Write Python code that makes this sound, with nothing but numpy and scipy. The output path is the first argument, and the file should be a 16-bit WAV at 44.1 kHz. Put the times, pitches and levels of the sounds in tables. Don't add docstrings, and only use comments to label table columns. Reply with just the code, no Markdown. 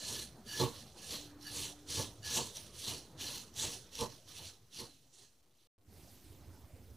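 import sys
import numpy as np
from scipy import signal
from scipy.fft import rfft, irfft, next_fast_len
from scipy.io import wavfile
from scipy.ndimage import uniform_filter1d

SR = 44100
rng = np.random.default_rng(int(sys.argv[2]) if len(sys.argv) > 2 else 0)


def makeup_ratio(level_db):
    decades = np.asarray(level_db, float) / 20
    return 10 ** decades


def transcribe(u):
    v = np.clip(np.atleast_2d(u).T, -1, 1)
    q = np.round(v * 32767).astype(np.int16)
    wavfile.write(sys.argv[1], SR, q)


N = 306936


def rms_one(x):
    return x / np.sqrt(np.mean(x ** 2) + 1e-20)


def seconds():
    return np.arange(N) / SR


def scene_two():
    return seconds() > 5.73


def in_time(rows):
    s, *columns = np.transpose(rows)
    return [np.interp(seconds(), s, column) for column in columns]


def at_hz(points, hz):
    point_hz, value = np.array(points).T[:2]
    return np.interp(np.log(hz), np.log(point_hz), value)


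def drift(rate):
    r = np.exp(-80 * np.pi * rate / SR)
    slow = signal.lfilter([1], [1, -2 * r, r * r], rng.standard_normal(N // 40 + 2002))[2000:]
    return np.interp(np.arange(N) / 40, np.arange(len(slow)), rms_one(slow))


def resonate(x, hz, width_hz):
    r = np.exp(-np.pi * width_hz / SR)
    gain = (1 - r * r) / 2
    return signal.lfilter([gain, 0, -gain], [1, -2 * r * np.cos(2 * np.pi * hz / SR), r * r], x)


def band_noise_filter(x, low_hz, high_hz):
    return signal.sosfilt(signal.butter(2, [low_hz, high_hz], "band", fs=SR, output="sos"), x)


def grains(per_s, spread_db):
    sizes = makeup_ratio(spread_db * np.minimum(rng.exponential(1, N), 5)) * rng.choice([-1, 1], N)
    return rms_one(sizes * (rng.random(N) < per_s / SR) + 1e-18)


def coloured(pair, spectrum, patchy_db, rate, later=None):
    out = 0
    edges = 25 * 2 ** np.arange(0, 9.5, 1 / 3)
    late = scene_two()
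    for k, (low, high) in enumerate(zip(edges, edges[1:])):
        if high > spectrum[0][0] and low < spectrum[-1][0]:
            band = band_noise_filter(pair[k % 2], low, high)
            first_db, second_db = [at_hz(s, np.sqrt(low * high)) for s in (spectrum, later or spectrum)]
            out = out + band * makeup_ratio(np.where(late, second_db, first_db) + patchy_db * drift(rate))
    return np.where(late, out / np.std(out[late]), out / np.std(out[~late]))


def pings(at_s, db, hz, cycles):
    age = np.arange(320, dtype=np.float32) / SR
    hz = hz.astype(np.float32)[:, None]
    decay = np.exp(-hz / cycles * age) * (1 - age / age[-1])
    shapes = makeup_ratio(db)[:, None] * decay * np.sin(2 * np.pi * hz * age)
    where = (at_s * SR).astype(int)[:, None] + np.arange(len(age))
    return np.bincount(where.ravel(), shapes.ravel(), N + len(age))[:N]


def strikes(rows, length_s):
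    out = np.zeros(N + SR)
    age = np.arange(SR // 10) / SR
    shapes = rng.standard_normal((len(rows), len(age))) * np.exp(-age / length_s)
    for (s, db, *_), shape in zip(rows, shapes):
        out[round(s * SR):][:len(age)] += makeup_ratio(db) * shape / np.max(np.abs(shape))
    return out[:N]


def louder(a_db, b_db):
    return np.logaddexp(a_db / 4.343, b_db / 4.343) * 4.343


def bursts(start, end, start_db, end_db, rise_db_s, fall_db_s):
    bite_s = 0.051
    s = np.arange(0, N + 64, 64)[:, None] / SR
    progress = np.clip((s - start) / np.maximum(end - start, 1e-3), 0, 1)
    held = start_db + (end_db - start_db) * progress
    lead = np.maximum(start - s, 0)
    db = held - rise_db_s * lead * (1 + lead / bite_s) - fall_db_s * np.maximum(s - end, 0)
    total_db = 10 * np.log10(np.sum(10 ** (db / 10), axis=1) + 1e-14)
    return np.interp(seconds(), s[:, 0], total_db)


# start in seconds, end in seconds, crackle at start in dB,
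# crackle at end in dB, brightness in dB.
STROKES = [(0.0, 0.074, -50, -44, -9), (0.093, 0.227, -42.5, -46.5, -6), (0.476, 0.616, -54, -35.5, -6.5),
           (0.748, 0.806, -54, -54.5, -6.5), (0.98, 1.11, -56.5, -48.5, -8), (1.123, 1.278, -42, -61, -7.5),
           (1.423, 1.557, -57, -43.5, -5), (1.568, 1.661, -43.5, -44, -7), (1.904, 2.018, -42, -41.5, -7.5),
           (2.258, 2.378, -45, -35.5, -7), (2.445, 2.473, -56, -51.5, -12.5),
           (2.565, 2.667, -50, -57.5, -4.5), (2.747, 2.852, -56.5, -45, -8),
           (2.882, 2.998, -39.5, -52.5, -7), (3.212, 3.378, -42.5, -44.5, -5.5),
           (3.574, 3.612, -45, -41.5, -8.5), (3.637, 3.751, -39.5, -47.5, -7.5),
           (3.932, 4.011, -54.5, -41.5, -6.5), (4.11, 4.142, -58, -60.5, -6.5),
           (4.29, 4.481, -55, -51, -7.5), (4.74, 4.805, -56, -46, -6), (4.9, 5.048, -70, -76.5, -6),
           (5.137, 5.234, -66.5, -60.5, -10.5), (5.497, 5.617, -91, -73, -5)]
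# start in seconds, end in seconds, level in dB.
SLIDES = [
    (0, .04, -51.5),
    (.165, .19, -48.5),
    (0.487, 0.61, -47),
    (1.026, 1.04, -60),
    (1.465, 1.474, -45),
    (1.974, 2.01, -54.5),
    (2.247, 2.322, -47.5),
    (2.38, 2.403, -58),
    (3.195, 3.3, -55),
]
# time in seconds, push on the bowl in dB, sway of the table in dB.
DIGS = [(.12, -56.5, -52), (0.628, -32.5, -42.5), (1.14, -75, -52), (1.6, -59, -60), (1.998, -45, -43.5),
        (2.387, -38, -46), (2.919, -63, -48.5), (3.25, -64, -56), (3.651, -62, -47.5), (4.023, -38, -50),
        (4.4, -62.5, -56), (4.821, -53, -58), (5.23, -78, -69)]


def hand():
    start, end, start_db, end_db, bright_db = np.transpose(STROKES)
    stroke = bursts(start, end, start_db, end_db, rise_db_s=356, fall_db_s=207)
    settle_db = end_db - 21.5
    settle = bursts(end, end, settle_db, settle_db, rise_db_s=356, fall_db_s=30.5)
    bright = np.interp(seconds(), (start + end) / 2, bright_db + 6.5)
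    s, push_db, sway_db = np.transpose(DIGS)
    push = bursts(s, s, push_db, push_db, rise_db_s=321.5, fall_db_s=246)
    sway_s = s + 0.007
    sway = bursts(sway_s, sway_s, sway_db, sway_db, rise_db_s=128, fall_db_s=177)
    start, end, db = np.transpose(SLIDES)
    slide = bursts(start, end, db, db, rise_db_s=397, fall_db_s=306)
    return (louder(stroke, settle), bright, louder(push, stroke - 16),
            louder(slide, stroke - 17.5), louder(sway, stroke - 14))


def ringing_flakes(count=14000):
    when, pitch, size = rng.random((count, 3)).T
    size_db = -2.5 * np.log(size + 0.081)
    return rms_one(pings(when * N / SR, size_db, 2500 + 13000 * pitch, cycles=58.0))


# time in seconds, best excited pitch in Hz.
CONTACT = [(0.0, 3900), (0.57, 4950), (0.63, 4060), (1.09, 5080), (1.15, 4270), (2.38, 5170), (2.49, 4190),
           (2.55, 5420), (2.96, 4320), (3.97, 5260), (4.08, 4130), (4.26, 5370), (4.46, 4040), (4.71, 5470),
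           (4.89, 3980), (5.12, 5190), (5.17, 4730), (5.66, 4740)]
# frequency in Hz, width in Hz, level in dB.
GLASS = [(2988, 58, -6), (4088, 73, 0), (4474, 48, -5.5), (5805, 330, -3.5), (6660, 200, -8),
         (8120, 340, -11.5)]


def glass(force, favour_db):
    best_hz, = in_time(CONTACT)
    out = 0
    for k, (hz, width, db) in enumerate(GLASS):
        near = np.exp(-(np.log(hz / best_hz) / 0.19) ** 2)
        drive = force * makeup_ratio(favour_db * near + 0.5 * drift(3.4))
        out = out + (-1) ** k * makeup_ratio(db) * resonate(drive, hz, width)
    return out


# frequency in Hz, density in dB per Hz.
CRACKLE = [(760, -69), (1300, -33), (1550, -3), (1690, -11), (2010, -15.5), (2960, -5.5), (3560, -2.5),
           (4120, -3.5), (5020, -9.5), (5810, -4.5), (7850, -4), (9100, -6.5), (11400, -15.5), (14400, -21)]
# frequency in Hz, width in Hz, level in dB.
RUBBED = [(1709, 29, -0.5), (2930, 37, -5.5), (4593, 70, -4.5)]


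def stirring(crackle_db, bright_db, rub_db):
    clumps = makeup_ratio(1.04 * drift(40.0))
    flakes = ringing_flakes()
    snaps = [(grains(8000.0, spread_db=2.5) + makeup_ratio(-9) * flakes) * clumps for _ in range(2)]
    rustle = coloured(snaps, CRACKLE, patchy_db=1.9, rate=8.9)
    rustle = rustle + makeup_ratio(-5.5) * rms_one(glass(snaps[0], favour_db=9.0))
    top = signal.sosfilt(signal.butter(4, 7200, "high", fs=SR, output="sos"), rustle)
    body = makeup_ratio(crackle_db - .3) * (rustle - top)
    body = body + makeup_ratio(crackle_db + bright_db - .3) * rms_one(top)
    sliding = makeup_ratio(rub_db + 20) * snaps[1]
    return body + sum(makeup_ratio(db) * resonate(sliding, hz, width) for hz, width, db in RUBBED)


# frequency in Hz, width in Hz, level in dB.
TABLE = [(128, 11.3, 1), (216.4, 14, -2), (241, 24, -5), (368, 13, -3), (467.6, 12, 2.5), (600, 70, -13),
         (882.4, 43, -5.5), (1028, 11.7, -7), (1085, 7, -3.5), (1131, 120, -12.5)]
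# time in seconds, peak in dB.
KNOCKS = [
    (0.598, -5.5),
    (0.612, -37.5),
    (1.117, -48),
    (1.972, -33),
    (2.374, -54),
    (3.586, -41),
    (4.009, -18.5),
    (4.81, -55),
]


def table_modes(force):
    return sum((-1) ** k * makeup_ratio(db) * resonate(force, hz, width) for k, (hz, width, db) in enumerate(TABLE))


def table(push_db):
    slips = grains(1500.0, spread_db=4.0)
    blows = strikes(KNOCKS, 0.025)
    hard = np.clip((push_db + 70.5) / 15, 0, 1)
    soft = band_noise_filter(slips, 150, 1500)
    rocking = hard * rms_one(table_modes(slips)) + makeup_ratio(9) * (1.2 - hard) * soft
    return signal.lfilter([.2], [1, -.8], makeup_ratio(push_db + 2.0) * rocking + makeup_ratio(7.0) * table_modes(blows))


# time in seconds, level in dB.
ROOM_LEVEL = [
    (0, -59.5),
    (3.9, -61),
    (4.3, -66),
    (4.7, -70),
    (5.0, -73.5),
    (5.68, -82.5),
]
# time in seconds, sugar patter in dB, room in dB.
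SUGAR = [
    (5.79, -97.5, -79.5),
    (5.93, -69.5, -59.5),
    (6.092, -66, -60.5),
    (6.2, -68.5, -62),
    (6.32, -69, -59),
    (6.4, -71.5, -58.5),
    (6.96, -73.5, -60),
]
# frequency in Hz, density in dB per Hz.
QUIET_ROOM = [(15, -31), (25, -13), (43, -3), (106, 1.5), (185, -8), (278, -6), (486, -11), (1300, -21),
              (2500, -31), (3250, -43.5), (5500, -120)]
# frequency in Hz, density in dB per Hz.
ROOM = [(15, -40), (25, -14.5), (86, 1), (193, -14.5), (262, -8.5), (294, -15), (324, -11), (515, -20),
        (612, -19.5), (954, -25.5), (2500, -36), (3250, -72), (5500, -120)]


def rumble(sway_db):
    _, room_db = in_time(SUGAR)
    quiet_db, = in_time(ROOM_LEVEL)
    level = np.where(scene_two(), makeup_ratio(room_db + 1.6), makeup_ratio(louder(quiet_db, sway_db) + 2.33))
    return level * coloured(rng.standard_normal((2, N)), QUIET_ROOM, patchy_db=3.5, rate=9.0, later=ROOM)


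# frequency in Hz, density in dB per Hz.
PATTER = [(590, -34.5), (1000, -11.5), (3460, -5.5), (3980, -5), (5810, -5), (7150, -7), (14900, -8),
          (15600, -10)]


def hiss_and_sugar():
    patter_db, _ = in_time(SUGAR)
    fader, = in_time(FADER)
    sugar = [.7 * rng.standard_normal(N) + .45 * grains(2500.0, spread_db=4.0) for _ in range(2)]
    bright = coloured(sugar, PATTER, patchy_db=2.0, rate=17.0)
    return np.where(scene_two(), makeup_ratio(patter_db + 3.0), makeup_ratio(-75.5) * fader) * bright


# time in seconds, peak in dB, ringing frequency in Hz.
TICKS = [(0.0702, -30, 4280), (0.5984, -26, 4050), (0.6144, -24, 4070), (1.1084, -28, 4510),
         (1.4115, -44, 4500), (1.4696, -31, 4500), (1.9016, -31, 4510), (2.2308, -39, 4500),
         (2.2468, -35, 4490), (2.2618, -28, 4820), (2.2674, -28, 4250), (2.3281, -26, 5920),
         (2.3444, -27, 6190), (2.3615, -25, 5750), (2.3755, -21, 4010), (2.5701, -26, 5880),
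         (3.5404, -41, 5820), (3.5964, -28, 3630), (3.9539, -28, 5660), (4.0103, -25, 4060),
         (4.7456, -39, 5710)]


def ticks():
    s, db, hz = np.transpose(TICKS)
    crack = band_noise_filter(strikes(TICKS, .0006), 3000, 11000)
    return makeup_ratio(-3) * crack + pings(s, db - 9, hz, cycles=22.0)


def kitchen(x):
    t60_s = 0.12
    age = np.arange(SR // 2) / SR
    tails = rng.standard_normal((2, len(age))) * makeup_ratio(-60 * age / t60_s) * (age > .004)
    tails = signal.lfilter([.5], [1, -.55], tails)
    return signal.fftconvolve(x[None], tails / np.sqrt(np.sum(tails[0] ** 2)), axes=1)[:, :N]


# time in seconds, frequency in Hz, level in dB.
MOTOR = [
    (1.05, 289, -120),
    (1.1, 287, -83),
    (1.14, 291.2, -60.5),
    (1.7, 295, -62),
    (2.2, 293.4, -67.5),
    (2.35, 308, -104),
    (2.5, 305, -120),
]


def motor():
    hz, db = in_time(MOTOR)
    level = makeup_ratio(db + 4.0 + 0.61 * drift(17.0))
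    return level * np.sin(2 * np.pi * np.cumsum(hz + 0.3 * drift(5.7)) / SR)


# time in seconds, peak in dB, frequency in Hz.
BUMPS = [(5.878, -48, 76.6), (5.929, -59, 85), (6.0, -49, 82.5), (6.239, -48.5, 64), (6.301, -42.5, 84),
         (6.439, -48, 88), (6.474, -40.5, 90), (6.578, -54, 91), (6.638, -41.5, 77.4), (6.732, -41, 89.7),
         (6.797, -45.5, 80.7), (6.907, -48.5, 73.6)]


def bumps():
    out = np.zeros(N + SR)
    age = np.arange(SR // 5) / SR
    envelope = (1 - np.exp(-age / 0.0059)) * np.exp(-age / 0.015)
    for s, db, hz in BUMPS:
        out[round(s * SR):][:len(age)] += makeup_ratio(db + 2.5) * envelope * np.sin(2 * np.pi * hz * age)
    return out[:N]


# frequency in Hz, likeness from 0 to 1.
LIKENESS = [(60, .99), (1000, .985), (4500, .98), (8000, .94), (13000, .8)]


def microphones(x, tilt_db):
    size = next_fast_len(N + SR)
    hz = np.maximum(np.arange(size // 2 + 1) * SR / size, 10)
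    alike = np.clip(at_hz(LIKENESS, hz), 0, .999)
    scatter = rng.standard_normal(12000) * np.exp(-np.arange(12000) / 2000)
    side = rfft(scatter / np.sqrt(np.sum(scatter ** 2)), size) * np.sqrt((1 - alike) / 2)
    low_cut = hz ** 2 / (hz ** 2 + 29.0 ** 2)
    pair = irfft(rfft(x, size) * low_cut * np.array([1 + side, 1 - side]), size)[:, :N]
    return pair * makeup_ratio(tilt_db / 2 * np.array([[1], [-1]]))


def scene():
    bowl_tilt_db, room_tilt_db = -4.6, -0.5
    crackle_db, bright_db, push_db, rub_db, sway_db = hand()
    stirred = stirring(crackle_db, bright_db, rub_db)
    struck = table(push_db) + ticks()
    room = rumble(sway_db) + hiss_and_sugar() + motor() + bumps()
    shaken = np.where(scene_two(), .7, np.clip((push_db + 70) / 12, 0, 1))
    room_tilt_db = room_tilt_db + shaken * (bowl_tilt_db - room_tilt_db)
    bowl = microphones(stirred + struck, bowl_tilt_db)
    return bowl + microphones(room, room_tilt_db) + makeup_ratio(-21.5) * kitchen(struck)


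# frequency in Hz, level in dB per bin.
JOINT = [(1200, -40), (1400, -86), (1720, -60), (2000, -92), (2400, -84), (2900, -66), (3500, -74),
         (5200, -77), (6500, -74), (7500, -64), (12000, -60)]


def joint_stereo(x):
    middle_side = np.array([x[0] + x[1], x[0] - x[1]]) / 2
    hz, s, (mid, side) = signal.stft(middle_side, SR, nperseg=2048)
    level_db = 10 * np.log10(uniform_filter1d(np.abs(mid) ** 2, size=25, axis=0) + 1e-20)
    fade_db = 20 * np.log10(np.interp(s, *np.transpose(FADER)) + .15)
    kept = level_db < at_hz(JOINT, hz + 1)[:, None] + fade_db + rng.normal(0, 2, len(s))
    lost = signal.istft(side * ~kept, SR, nperseg=2048)[1][:N]
    return x - lost * [[1], [-1]]


def top_cut(x):
    return signal.sosfilt(signal.butter(12, 15780, fs=SR, output="sos"), x)


# time in seconds, gain from 0 to 1.
FADER = [
    (0, 1),
    (4.2, 1),
    (5.664, .06),
    (5.672, 0),
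    (5.781, 0),
    (5.785, .03),
    (6.2, 1),
    (6.96, 1),
]


def record(dry):
    fader, = in_time(FADER)
    steps = 2048
    wet = np.floor((dry - .0003 * fader) * (fader > 1e-4) * steps) / steps
    wet = signal.sosfilt(signal.ellip(12, .5, 70, 15550, fs=SR, output="sos"), wet)
    mix = joint_stereo(wet)
    return top_cut(mix)


dry = scene()
out = record(dry)
transcribe(out)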